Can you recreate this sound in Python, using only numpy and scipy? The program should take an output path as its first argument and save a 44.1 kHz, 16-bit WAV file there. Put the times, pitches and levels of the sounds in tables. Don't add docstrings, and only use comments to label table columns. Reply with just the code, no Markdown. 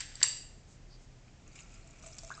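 import sys
import numpy as np
from scipy import signal
from scipy.fft import rfft, irfft
from scipy.io import wavfile

SR = 44100
rng = np.random.default_rng(int(sys.argv[2]) if len(sys.argv) > 2 else 0)


def digitize_waveform(pressure):
    field = np.atleast_2d(pressure).T
    bounded = np.clip(field, -1, 1)
    quanta = np.round(bounded * 32767).astype(np.int16)
    wavfile.write(sys.argv[1], SR, quanta)


N = 105840

# (frequency [Hz], relative level [dB])
FLOOR_COLOUR = [(10, -25), (21, -8), (32, 1), (52, -17), (70, -11.5), (100, -14), (135, -15.5), (175, -18),
                (250, -22), (520, -29), (700, -29), (1000, -35.5), (2400, -37), (3800, -41.5),
                (4700, -39.5), (7500, -40), (8600, -52)]
# (frequency [Hz], rms level [dB])
HUM = [(125.3, -64), (150.3, -72)]
# (time [s], level [dB])
SCRAPE_LEVEL = [(0, -48), (0.01, -40), (0.048, -52), (.1, -54.5), (.14, -56.5), (.2, -55.5), (.225, -45.5),
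                (.26, -78.5)]
# (frequency [Hz], relative level [dB])
SCRAPE_COLOUR = [(300, -24), (1200, -10.5), (1850, 3.5), (2300, -2.5), (3000, -2), (4000, -3), (4700, -2),
                 (6800, -4.5), (7300, -6.5), (7550, 4.5), (7900, -16.5), (8500, -6), (8900, -26.5)]
# (centre time [s], level [dB], frequency [Hz], bandwidth [Hz], half length [s])
RUSTLES = [(.72, -63.5, 6900, 1800, .045), (.935, -62.5, 4720, 377, .035), (1.03, -68, 6500, 2500, .04),
           (1.59, -62.5, 2550, 458, .035), (1.764, -68.5, 2550, 450, 0.057)]
# (time [s], treble level [dB], middle level [dB])
FIZZ_LEVEL = [(1.2, -87, -98.5), (1.46, -75, -71.5), (1.549, -65.5, -66), (1.56, -62.5, -66.5),
              (1.605, -57, -62.5), (1.65, -69.5, -68.5), (1.745, -66, -65.5), (1.83, -70.5, -72),
              (1.98, -66.5, -68), (2.05, -57.5, -62), (2.11, -58.5, -65.5), (2.219, -58, -70),
              (2.4, -63.5, -64.5)]
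# (frequency [Hz], relative level [dB])
FIZZ_TREBLE_COLOUR = [(2500, -22), (3500, -10), (4800, -12), (6200, -7), (7250, -0.5), (7800, -5.5),
                      (8700, -17)]
FIZZ_MIDDLE_COLOUR = [(500, -24), (950, -6), (1350, 4), (1700, -10), (2350, 6), (2850, 0), (3200, -34.5),
                      (5000, -40)]
# (time [s], level [dB], frequency [Hz], t60 [s])
SPITS = [(1.279, -54.5, 2444, 0.023), (1.477, -52, 6600, 0.022), (1.556, -50, 2360, 0.044),
         (1.554, -52, 7100, 0.088), (1.589, -49, 2760, .04), (1.605, -47.5, 6940, 0.02),
         (1.74, -50.5, 7000, 0.045), (1.873, -50, 7400, 0.024), (1.907, -50, 6850, 0.021),
         (2.0252, -49, 6020, 0.029), (2.0617, -43.5, 7280, 0.061), (2.1296, -51, 5750, .025),
         (2.1832, -35, 6850, 0.018), (2.1872, -39, 5370, 0.025), (2.2335, -41.5, 6400, 0.015),
         (2.2477, -36.5, 5900, 0.01), (2.2725, -53, 6600, 0.032), (2.294, -49.5, 2650, .02),
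         (2.3198, -48.5, 6700, 0.042)]
# (time [s], level [dB], starting frequency [Hz], t60 [s])
DROPS = [(2.037, -48, 1220, 0.027), (2.3036, -29.5, 1126, 0.013), (2.304, -42.5, 1480, 0.063),
         (2.3146, -32.5, 1393, 0.042), (2.3165, -36.5, 1523, 0.031), (2.3402, -41, 3910, 0.014),
         (2.3506, -38.5, 5000, 0.013), (2.3707, -46.5, 7800, 0.027), (2.3772, -42, 1200, 0.047)]
# (time [s], level [dB])
PATS = [(2.04, -50.5), (2.066, -51.5), (2.233, -46.5), (2.304, -55.5), (2.376, -54.5)]
# (time [s], level [dB], most strongly driven frequency [Hz])
CLINKS = [(.0045, -31.5, 5200), (.0065, -30, 6930), (.0075, -39.5, 1870), (0.092, -57.5, 7800),
          (0.1548, -34.5, 6000), (0.2039, -41, 4730), (0.2156, -31, 1986), (.2288, -10, 4200),
          (.2307, -11.5, 7600), (.2328, -16, 7540), (0.2403, -24.5, 1634)]
# (frequency [Hz], relative level [dB], t60 while the halves touch [s],
#                 free ring re the mode [dB], free ring t60 [s])
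SQUEEZER_MODES = [(1150, -15.5, .012, -25, .3), (1738, -2, .016, -30.5, 0.23), (1961, -0.5, .014, -28, .4),
                  (2622, -9.5, .012, -24.5, 0.51), (2830, -2.5, .01, -23.5, .5),
                  (3854, -14.5, .01, -24.5, .4), (4230, -14.5, .009, -36.5, .4),
                  (4677, -0.5, 0.016, -35.5, .45), (4830, -15, 0.014, -24, 0.22),
                  (5695, -6.5, 0.0094, -26.5, .42), (6500, -12.5, .012, -27.5, 0.43),
                  (7440, -16.5, .014, -13.5, .45), (7590, 3, .014, -24.5, 0.31),
                  (8250, -4.5, 0.015, -23, .37)]
# (frequency [Hz], relative level [dB])
CRACK_COLOUR = [(250, -27.5), (700, -7.5), (1150, -5), (1350, -16), (1750, -2.5), (2280, -22), (2800, -13),
                (3350, -9.5), (4000, -4.5), (4650, 1.5), (5000, -5), (5280, -19), (5750, 2), (6150, -8),
                (6550, -3), (7000, -8), (7600, 6), (8000, -11), (8350, 5), (8900, -24), (12000, -50)]

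FLOOR_DB = -54.5
ROOM_T60_S, ROOM_GAP_S = 0.53, 0.0044
ROOM_TREBLE_DB, ROOM_TREBLE_HZ = -3, 6500
METAL_SEND_DB, WET_SEND_DB = -7, -10
FIZZ_PER_S, FIZZ_SCATTER_DB = 830, 2
SPIT_WIDTH_RATIO, SPIT_SPLASH_DB = 0.066, -5
PIPS_PER_S, PIP_DB, PIP_T60_S, PIP_LOW_HZ, PIP_HIGH_HZ = 54, 5, 0.032, 4270, 7570
WET_ATTACK_S, DROP_RISE_PER_S = 0.00091, 10
TIN_HZ, TIN_T60_S, TIN_AIR_DB, TIN_WIDTH_HZ = 661, 0.14, -67, 22
CONTACT_S = 0.0004
FOCUS_OCT, SPREAD_DB = 0.53, -21.5
CRACK_DB, CRACK_T60_S, CRACK_OCT = -6.5, 0.016, 1.2
RING_WIDTH_HZ = 45
MIC_EDGE_HZ, TOP_HZ = 8160, 8700


def undb(db):
    return 10 ** (np.asarray(db) / 20)


def unit(x):
    return x / np.sqrt(np.mean(x ** 2))


def fade(t, t60_s):
    return np.exp(-np.log(1000) * t / max(t60_s, 1e-4))


def add(out, at_s, x):
    i = max(int(at_s * SR), 0)
    out[i:i + len(x)] += x[:max(N - i, 0)]


def colour(x, points):
    hz, db = np.array(points).T
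    f = np.maximum(np.fft.rfftfreq(len(x), 1 / SR), 1)
    gain = undb(np.interp(np.log(f), np.log(hz), db))
    return unit(irfft(rfft(x) * gain, len(x)))


def band_noise(hz, width_hz, size):
    f = np.fft.rfftfreq(size, 1 / SR) + 1e-3
    resonance = 1 / (1 + 1j * (f * f - hz * hz) / (f * width_hz))
    return unit(irfft(rfft(rng.standard_normal(size)) * resonance, size))


def background():
    t = np.arange(N) / SR
    hum = sum(undb(db) * np.sqrt(2) * np.sin(2 * np.pi * (hz * t + rng.random())) for hz, db in HUM)
    return undb(FLOOR_DB) * colour(rng.standard_normal(N), FLOOR_COLOUR) + hum


def room(x):
    t = np.arange(SR) / SR
    echo = rng.standard_normal(SR) * fade(t, ROOM_T60_S) * (t > ROOM_GAP_S)
    echo /= np.sqrt(np.sum(echo ** 2))
    f = np.maximum(np.arange(SR // 2 + 1), 1)
    treble = 1 / (1 + (ROOM_TREBLE_HZ / f) ** 6)
    echo = irfft(rfft(echo) * undb(ROOM_TREBLE_DB * treble), SR)
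    return signal.fftconvolve(x, echo)[:N]


def handling():
    t, (s, db) = np.arange(N) / SR, np.array(SCRAPE_LEVEL).T
    slips = rng.standard_normal(N) * undb(1.5 * rng.standard_normal(N))
    out = colour(slips, SCRAPE_COLOUR) * undb(np.interp(t, s, db)) * (t < s[-1])
    for at_s, db, hz, width_hz, half_s in RUSTLES:
        out += undb(db) * band_noise(hz, width_hz, N) * np.exp(-((t - at_s) / half_s) ** 2)
    return out


def pulp():
    t, (s, treble_db, middle_db) = np.arange(N) / SR, np.array(FIZZ_LEVEL).T
    out = np.zeros(N)
    for db, points in ((treble_db, FIZZ_TREBLE_COLOUR), (middle_db, FIZZ_MIDDLE_COLOUR)):
        sizes = undb(FIZZ_SCATTER_DB * np.minimum(rng.exponential(size=N), 5))
        signs = rng.choice([-1, 1], N)
        bursts = sizes * signs * (rng.random(N) < FIZZ_PER_S / SR)
        out += colour(bursts, points) * undb(np.interp(t, s, db))
    t = t[:SR // 10]
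    onset = np.minimum(t / WET_ATTACK_S, 1)
    for at_s, db, hz, t60_s in SPITS:
        body = band_noise(hz, SPIT_WIDTH_RATIO * hz, len(t))
        splash = undb(SPIT_SPLASH_DB) * rng.standard_normal(len(t))
        add(out, at_s, undb(db) * (body + splash) * fade(t, t60_s) * onset)
    return out


def pips():
    out, t = np.zeros(N), np.arange(SR // 30) / SR
    s, treble_db, _ = np.array(FIZZ_LEVEL).T
    onset = np.minimum(t / WET_ATTACK_S, 1)
    at_s = s[0]
    for wait, pitch, size in rng.random(size=(200, 3)):
        at_s -= np.log(1 - wait) / PIPS_PER_S
        hz = PIP_LOW_HZ + pitch * (PIP_HIGH_HZ - PIP_LOW_HZ)
        gain = 2 * size * undb(PIP_DB + np.interp(at_s, s, treble_db))
        add(out, at_s, gain * np.sin(2 * np.pi * hz * t) * fade(t, PIP_T60_S) * onset)
    return out


def juice():
    out, t = np.zeros(N), np.arange(SR // 4) / SR
    onset = np.minimum(t / WET_ATTACK_S, 1)
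    for at_s, db, hz, t60_s in DROPS:
        cycles = hz * (t + DROP_RISE_PER_S * t * t / 2)
        add(out, at_s, undb(db) * onset * fade(t, t60_s) * np.sin(2 * np.pi * cycles))
    for at_s, db in PATS:
        add(out, at_s, undb(db) * onset * fade(t, TIN_T60_S) * np.sin(2 * np.pi * TIN_HZ * t))
    trickle = np.interp(np.arange(N) / SR, [1.3, 2.2], [0, 1])
    return out + undb(TIN_AIR_DB) * trickle * band_noise(TIN_HZ, TIN_WIDTH_HZ, N)


def contact_drive(hz, focus_hz, width_oct):
    return undb(SPREAD_DB) + np.exp(-(np.log2(hz / focus_hz) / width_oct) ** 2)


def squeezer():
    out, t = np.zeros(N), np.arange(SR * 3 // 4) / SR
    onset = np.minimum(t / CONTACT_S, 1)
    modes = []
    for hz, db, t60_s, ring_db, ring_t60_s in SQUEEZER_MODES:
        damped = np.sin(2 * np.pi * hz * t) * fade(t, t60_s)
        free = undb(ring_db) * band_noise(hz, RING_WIDTH_HZ, len(t)) * fade(t, ring_t60_s)
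        modes.append((hz, undb(db) * (damped + free)))
    for at_s, db, focus_hz in CLINKS:
        points = [(hz, level_db + 20 * np.log10(contact_drive(hz, focus_hz, CRACK_OCT)))
                  for hz, level_db in CRACK_COLOUR]
        crack = colour(rng.standard_normal(len(t)), points) * fade(t, CRACK_T60_S)
        ring = sum(contact_drive(hz, focus_hz, FOCUS_OCT) * mode for hz, mode in modes)
        add(out, at_s, undb(db) * onset * (ring + undb(CRACK_DB) * crack))
    return out


def scene():
    metal = squeezer()
    wet = pulp() + pips() + juice()
    echo = room(undb(METAL_SEND_DB) * metal + undb(WET_SEND_DB) * wet)
    return (metal + wet + handling() + echo + background())[None]


def record(dry):
    rolloff = signal.butter(8, MIC_EDGE_HZ, fs=SR, output="sos")
    cut = signal.ellip(8, .3, 42, TOP_HZ, fs=SR, output="sos")
    return signal.sosfilt(cut, signal.sosfilt(rolloff, dry))


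dry = scene()
out = record(dry)
digitize_waveform(out)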